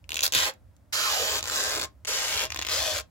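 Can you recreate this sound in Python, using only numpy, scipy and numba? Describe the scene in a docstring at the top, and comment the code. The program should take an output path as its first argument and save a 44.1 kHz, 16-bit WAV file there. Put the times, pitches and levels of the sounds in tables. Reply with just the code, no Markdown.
"""Plastic film is peeled off a steel lid, close to the microphones in a small room.
Single snaps come first, then two quick pulls and a soft thump of the lid; two long pulls follow after a pause.
A fifth pull leads to creeping with more snaps, and a sixth ends the peel. Noise makes the crackle of the glue,
moving resonators ring the lifted sheet, and the balance drifts from right of centre to slightly left.
Faint steel ringing and reflections follow the film, over a low boom of the lid and quiet room noise."""
import sys
import numpy as np
from scipy import signal
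from scipy.fft import rfft, irfft, next_fast_len
from scipy.io import wavfile
from scipy.ndimage import map_coordinates
from numba import njit

SR = 44100
rng = np.random.default_rng(int(sys.argv[2]) if len(sys.argv) > 2 else 0)


def digitize_waveform(pressure):
    """Quantize a signal to 16-bit integers and store it at the path in sys.argv[1].

    Rows of a 2-D input are taken as channels; values are limited to [-1, 1].
    """
    field = np.atleast_2d(pressure).T
    bounded = np.clip(field, -1, 1)
    quanta = np.round(bounded * 32767).astype(np.int16)
    wavfile.write(sys.argv[1], SR, quanta)


N = 136710
T = np.arange(N) / SR  # time of each sample in seconds

# The pulls on the film. Each row: start in seconds, end in seconds, attack in seconds, release in seconds,
# level in dB, change of level over the pull in dB, crackle peak in Hz and in dB at the start,
# crackle peak in Hz and in dB at the end, treble in dB.
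PULLS = [(.23,0.277,0.00085,.037,-24.5,4.5,4800,3,4800,6,19.5),(0.33,.517,0.021,0.035,-21.5,-14.5,3270,5.5,3680,3.5,6.5),(0.924,1.416,0.0055,0.04,-30,-1,5350,3,3220,2,5.5),(1.418,1.86,.15,0.011,-27.5,-7,2720,-4,2810,-3,2.5),(2.068,2.48,0.0085,0.052,-31,0,6200,3.5,2740,7.5,3),(2.686,3.022,0.028,0.035,-28,-6.5,4530,3,3130,2,5.5)]
# The lifted sheet. Each row: time in seconds, pitch in Hz, ring in dB (before SHEET_DB), glue slips per second.
SHEET = [(.23,1203,-9,198),(.35,896,-13,309),(.43,1062,0,260),(.49,556,2.5,270),(.93,1500,-4.5,920),(1.07,1183,2.5,876),(1.2,574,-2.5,763),(1.32,504,-6,480),(1.39,330,-5.5,270),(1.47,461,-9,110.5),(1.57,340,-12,454),(1.7,536,-6,400),(1.8,334,-5.5,105),(2.08,420,-12.5,783),(2.22,617,-10.5,700),(2.38,391.4,-12,301),(2.45,481,-4.5,183),(2.7,382,-16,317),(2.8,642,-4.5,625),(2.88,624,-1.5,525),(2.95,567,-2,398),(3.01,584,2,231)]
# The ways the sheet vibrates. 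Each row: multiple of its pitch, Q (before SHARPNESS), level in dB.
SHEET_MODES = [(1.002,3.2,-2.5),(2.101,2.3,-1.5),(3.2,4.3,-2)]
# The sheet rings more purely when it lies smooth than when crumpled. Each row: time in seconds, factor on Q.
SHARPNESS = [(.45,.6),(1.1,1.45),(1.7,0.8),(2.72,0.64),(2.82,3.4),(3.01,2.2)]
# The basic colour of the crackle. Each row: frequency in Hz, level in dB.
CRACKLE_COLOUR = [(100,-18),(250,-24.5),(600,-6.5),(1000,-6.5),(1550,0.5),(1900,-2),(2500,-2),(3100,-0.5),(5000,-0.5),(6200,-3),(7300,-1.5),(8400,-14),(11500,-12.5),(15500,-17.5)]
# Slow creep of the peel line between snaps. Each row: time in seconds, level in dB.
CREEP = [(2.47,-59),(2.54,-49),(2.6,-51),(2.68,-43),(2.71,-58)]
# Single snaps while the film sticks and slips. Each row: time in seconds, level in dB (before SNAP_DB).
SNAPS = [(.042,-45.5),(0.0921,-21.5),(0.1054,-24),(.119,-19.5),(.1308,-24),(0.1433,-16.5),(0.1566,-20),(0.1682,-18),(0.1712,-17.5),(.1801,-27),(0.1917,-15.5),(0.2071,-17.5),(0.2199,-20),
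         (0.2281,-19),(0.2334,-13),(0.2381,-23),(0.2546,-15),(0.2645,-12.5),(0.278,-15),(.3227,-14),(0.3287,-17),(0.3363,-12.5),(.35,-8),(0.538,-47.5),(.7655,-53),
         (1.4074,-29),(1.4279,-20.5),(1.4409,-23),(1.4556,-23),(1.4756,-24),(1.4816,-24),(1.8139,-23),(1.8213,-25),(1.8402,-25.5),
         (2.0495,-28.5),(2.0541,-25.5),(2.376,-20.5),(2.3928,-24),(2.4257,-24),(2.438,-22),(2.4451,-23),(2.4531,-20),
         (2.5035,-25),(2.5195,-27),(2.5219,-20),(2.5456,-23),(2.5608,-22),(2.5636,-23.5),(2.5732,-24),(2.589,-28),(2.5913,-18),(2.594,-27),(2.6011,-28.5),
         (2.615,-21),(2.6221,-25.5),(2.6235,-20.5),(2.629,-24),(2.6493,-20.5),(2.652,-29),(2.6675,-18.5),(2.6719,-22),(2.687,-17),(2.6929,-26),(2.6955,-21.5)]
# The basic colour of a snap. Each row: frequency in Hz, level in dB.
SNAP_COLOUR = [(100,-29.5),(300,-11.5),(1000,-7),(1900,-5.5),(3700,-3),(5000,-3.5),(7000,-0.5),(8400,-13.5),(14000,-15),(16000,-17.5)]
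# How the film colours the snaps. Each row: time in seconds, resonance in Hz, resonance in dB, treble in dB.
SNAP_TONE = [(.04,2500,15,-16),(.09,2820,6.5,-0.5),(.22,2950,5,1),(.235,4540,7.5,8),(.33,2900,9.5,5),(.54,6430,2,15.5),(1.43,6470,-2.5,-2),(2.05,2680,4,-0.5),(2.6,2520,4.5,-5)]
# Place of the peel line. Each row: time in seconds, lag of the right ear in ms, left minus right in dB.
PLACE = [(0,0.37,-0.5),(.35,0.29,-1),(.95,0.18,-3.5),(1.3,0.14,-1),(1.8,0.12,0.5),(2.4,0.088,1),(3.1,0.0097,2)]
# Ring of the steel plate under the peel. Each row: frequency in Hz, level in dB.
PLATE_MODES = [(337,-2),(544,0),(638,6),(1070,7),(1260,1.5),(1610,-0.5),(2490,-15),(2810,-13.5)]
# How strongly the peel drives the plate, weakening near the end. Each row: time in seconds, level in dB.
PLATE_DRIVE = [(2.7,-15.5),(2.82,-16),(3,-20.5)]
# How sound dies away in the room. Each row: frequency in Hz, time to fall by 60 dB in seconds.
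ROOM = [(200,0.31),(1000,0.16),(4000,0.13),(14000,0.078)]
# Handling of the lid. Each row: time in seconds, level of the bass in dB.
HANDLING = [(0,-54.5),(.13,-50.5),(.3,-53),(.42,-47.5),(.53,-65),(.63,-53.5),(.85,-59.5),(1.05,-54.5),(1.35,-49.5),(1.62,-55),(1.8,-50.5),(2,-56),(2.3,-52),(2.44,-47.5),(2.6,-49.5),(2.98,-46),(3.1,-61.5)]
# Colour of the lid's boom. Each row: frequency in Hz, level in dB.
BOOM = [(20,-49),(35,-24),(60,6),(78,5),(110,-1),(160,-22),(300,-42)]
# Tones of the lid's thump. Each row: frequency in Hz, level in dB, time to fall by 60 dB in seconds.
LID_MODES = [(80,0.5,0.1),(124.7,2.5,0.1),(205.3,-3.5,.12),(320,-1,0.084)]
# Colour of the room noise. Each row: frequency in Hz, level in dB.
AIR = [(88, -19.5), (150, -1.5), (308, -8), (396, -20.5), (561, -11), (766, -17), (1660, -24),
       (2810, -31.5), (15500, -37)]

# Glue slips: fade time of a burst's power (s), random timing (share of the gap between slips), level spread
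SLIP_S, SLIP_SCATTER, SLIP_SPREAD_DB = 0.00028, .3, 1
SLIP_DB, SLIP_CLICK_DB = 0, -7.5  # burst of fibres in a slip, sharp release that starts it
FIBRES_PER_S, FIBRE_SPREAD_DB, FIZZ_DB = 12000, 2.5, -2
CRACKLE_DB, SHEET_DB = 2, -1.5
LINE_SPREAD = 1  # weight of the sound from along the peel line, unlike in each ear
SHEET_WIDTH = 10  # weight of the part of the ring unlike in each ear, next to the shared part
SNAP_DB, SNAP_S, SNAP_TAIL_DB = 10.5, .0005, -11.5  # SNAP_S: fade time of the spray in seconds
PEAK_OCTAVES, TREBLE_HZ = 0.32, 9500  # width of the film's resonance, corner of the treble shelf
PLATE_T60_S = .13  # time for the plate to fall by 60 dB
ROOM_DB, NEAR_DB, NEAR_T60_S = -10, -5, 0.014
THUMP_S, THUMP_DB = .349, -30.5
AIR_DB = -65
TOP_HZ = 16000


def peeling():
    """Breaking glue crackles and rings the sheet; each pull rises, changes colour and stops."""
    pitch, ring_db, slip_rate = curves(SHEET)
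    force = glue(slip_rate)
    ring = sheet_ring(pitch, ring_db, slip_rate)
    creep_colour = tone(peak_hz=2400, peak_db=4, treble_db=-9)
    out = gains(CREEP)[0] * colour(force, CRACKLE_COLOUR, creep_colour)
    for (start, end, attack, release, db, change_db,
         first_hz, first_db, last_hz, last_db, treble_db) in PULLS:
        rise = np.clip((T - start) / attack, 0, 1)
        fall = np.clip((end - T) / release, 0, 1)
        progress = np.clip((T - start) / (end - start), 0, 1)
        first = colour(force, CRACKLE_COLOUR, tone(first_hz, first_db, treble_db))
        last = colour(force, CRACKLE_COLOUR, tone(last_hz, last_db, treble_db))
        crackle = (1 - progress) * first + progress * last
        level = rise * fall * amp(db + change_db * progress)
        out = out + level * (amp(CRACKLE_DB) * crackle + ring)
    return out


def glue(rate):
    """Glue fibres break in a steady fizz, and with a click and a burst at each slip."""
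    turns = np.cumsum(rate) / SR  # slips counted so far
    k = np.arange(int(turns[-1]))
    chance = rng.standard_normal((4000, 2))[k]
    at = np.minimum(np.searchsorted(turns, k + SLIP_SCATTER * chance[:, 0]), N - 1)
    # dividing by the rate makes each slip weaker when slips are dense
    slip_power = np.bincount(at, amp(SLIP_SPREAD_DB * chance[:, 1]) ** 2 / rate[at], N)
    bursts = unit(np.sqrt(signal.lfilter([1], [1, -np.exp(-1 / (SLIP_S * SR))], slip_power)))
    breaks = rng.random((3, N)) < FIBRES_PER_S / SR
    fibres = breaks * amp(FIBRE_SPREAD_DB * rng.standard_normal((3, N)))
    fibres *= np.sign(rng.standard_normal((3, N)))
    clicks = unit(np.sqrt(slip_power) * np.sign(rng.standard_normal(N)))
    fibre_level = np.hypot(amp(FIZZ_DB), amp(SLIP_DB) * bursts)
    return unit(amp(SLIP_CLICK_DB) * clicks + ears(fibres, LINE_SPREAD) * fibre_level)


def sheet_ring(pitch, ring_db, slip_rate):
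    """Glue noise shakes the sheet at a moving pitch, mostly in its lowest mode when it lies smooth."""
    sharp, = curves(SHARPNESS)
    ring = 0
    for multiple, q, db in SHEET_MODES:
        step = 2 * np.sin(np.pi * multiple * pitch / SR)
        mode = np.array([resonate(ear, step, q * sharp) for ear in glue(slip_rate)])
        ring = ring + amp(db) / np.maximum(sharp, 1) ** (1.2 * (multiple - 1)) * mode
    ring = cut(ring.mean(axis=0) + SHEET_WIDTH * ring, 220, "high")
    return amp(SHEET_DB + ring_db) * unit(ring)


def snaps():
    """Each snap is one sharp release within a brief spray of fibres, coloured by the film it pulls on."""
    out = np.zeros((2, N + SR))
    t = np.arange(SR // 100) / SR
    film = np.array(curves(SNAP_TONE))
    for s, db in SNAPS:
        at = round(s * SR)
        noise = ears(rng.standard_normal((3, len(t))), LINE_SPREAD)
        spray = amp(SNAP_TAIL_DB) * noise * np.exp(-t / SNAP_S)
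        spray[:, np.argmax(t > SNAP_S / 2)] = 1  # the sharp release, alike in both ears
        snap = colour(spray, SNAP_COLOUR, tone(*film[:, at]), size=2048)
        out[:, at:at + snap.shape[1]] += amp(SNAP_DB + db) * snap
    return out[:, :N]


def plate(x):
    """The steel plate rings faintly with the peel, as a sum of fading sine waves."""
    t = np.arange(SR // 3) / SR
    ring = sum(amp(db - 60 * t / PLATE_T60_S) * np.sin(2 * np.pi * hz * t) for hz, db in PLATE_MODES)
    drive = x.mean(axis=0) * amp(curves(PLATE_DRIVE)[0])
    return convolve(drive, ring / np.linalg.norm(ring))


def reflections(x, count=20):
    """Nearby things answer briefly and the room lingers; new patterns stand for the moving hand and film."""
    out = np.zeros((2, N + SR))
    hop = N // count + 1
    for start in range(0, N, hop):
        hz, t, z = signal.stft(rng.standard_normal((2, SR // 4)), SR, nperseg=256)
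        fade = amp(-60 * t / along(ROOM, hz)[:, None])
        tail = signal.istft(z * fade, SR, nperseg=256)[1]
        t = np.arange(tail.shape[1]) / SR
        near = rng.standard_normal(tail.shape) * amp(-60 * t / NEAR_T60_S) * (t > .0007)
        answer = amp(ROOM_DB) * tail / np.linalg.norm(tail[0])
        answer = answer + amp(NEAR_DB) * near / np.linalg.norm(near[0])
        wet = signal.fftconvolve(x[:, start:start + hop], answer, axes=1)
        out[:, start:start + wet.shape[1]] += wet
    return out[:, :N]


def lid():
    """The held lid booms softly as low noise and thumps once, in fading sines, as the film gives way."""
    noise = ears(rng.standard_normal((3, N)), spread=0.53)
    boom = unit(cut(colour(noise, BOOM), 170, "low", order=4))
    t = np.maximum(T - THUMP_S, 0)
    modes = sum(amp(db - 60 * t / t60) * np.sin(2 * np.pi * hz * t) for hz, db, t60 in LID_MODES)
    thump = (1 - np.exp(-t / 0.017)) * modes  # a soft start
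    both = amp(curves(HANDLING)[0]) * boom + amp(THUMP_DB) * thump
    return both * amp([[-1.1], [1.1]])  # a little to the right


def room_air():
    """Quiet room noise is steady random noise, filtered to its colour."""
    noise = ears(rng.standard_normal((3, N)), spread=1.0)
    return amp(AIR_DB) * unit(cut(colour(noise, AIR), 110, "high"))


def amp(db):
    """Decibels to gain."""
    return 10 ** (np.asarray(db) / 20)


def unit(x):
    """Scale to an rms level of 1."""
    return x / np.sqrt(np.mean(x ** 2) + 1e-20)


def along(points, hz):
    """Read between (Hz, value) points on a log frequency axis."""
    f, v = np.transpose(points)
    return np.interp(np.log(hz + 1), np.log(f + 1), v)


def curves(rows):
    """One value per sample for each column after the time."""
    s, *cols = np.transpose(rows)
    return [np.interp(T, s, c) for c in cols]


def gains(rows):
    """Level curves as gains, silent outside their span."""
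    return [amp(c) * (T >= rows[0][0]) * (T <= rows[-1][0]) for c in curves(rows)]


def convolve(x, response):
    """Each channel through an impulse response."""
    return signal.fftconvolve(np.atleast_2d(x), np.atleast_2d(response), axes=1)[:, :N]


def colour(x, points, shape_db=lambda hz: 0, size=8192):
    """A filter of unit energy with the given spectrum and an optional extra shape."""
    hz = np.fft.rfftfreq(size, 1 / SR)
    # folding the cepstrum (the transform of the log spectrum) puts the response after its cause
    cepstrum = irfft(np.log(amp(along(points, hz) + shape_db(hz))))
    cepstrum[1:size // 2] *= 2
    cepstrum[size // 2 + 1:] = 0
    response = irfft(np.exp(rfft(cepstrum)))
    return convolve(x, response / np.linalg.norm(response))


def tone(peak_hz, peak_db, treble_db):
    """A broad resonance of the film and a treble shelf, as dB over frequency."""
    def shape_db(hz):
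        octaves = np.log2((hz + 1) / peak_hz)
        peak = peak_db * np.exp(-.5 * (octaves / PEAK_OCTAVES) ** 2)
        return peak + treble_db / (1 + (TREBLE_HZ / (hz + 1)) ** 4)
    return shape_db


def cut(x, hz, kind, order=2):
    """Low-pass or high-pass."""
    return signal.sosfilt(signal.butter(order, hz, kind, fs=SR, output="sos"), x)


def ears(x, spread):
    """Three signals (shared, left only, right only) to stereo."""
    return (x[0] + spread * x[1:]) / np.sqrt(1 + spread ** 2)


@njit
def resonate(x, step, q):
    """A band-pass whose centre moves, like a vibrating body whose tautness changes."""
    y = np.zeros(len(x))
    low = band = 0.
    for i in range(len(x)):
        low += step[i] * band
        band += step[i] * (x[i] - low - band / q[i])
        y[i] = band / np.sqrt(step[i] * q[i])
    return y


def scene():
    """The film at its moving place, the plate, the reflections, the lid and the room noise."""
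    lag_ms, pan_db = curves(PLACE)
    left, right = peeling() + snaps()
    right = map_coordinates(right, [np.arange(N) - lag_ms * SR / 1000])
    film = np.array([left * amp(pan_db / 2), right * amp(-pan_db / 2)])
    return film + plate(film) + reflections(film) + lid() + room_air()


def record(dry):
    """Fade out the spectrum over 500 Hz around TOP_HZ; nothing above that is kept."""
    m = next_fast_len(N + SR // 2)
    keep = np.clip((TOP_HZ - np.fft.rfftfreq(m, 1 / SR)) / 500 + .5, 0, 1)
    return irfft(rfft(dry, m) * keep, m)[:, :N]


dry = scene()
out = record(dry)
digitize_waveform(out)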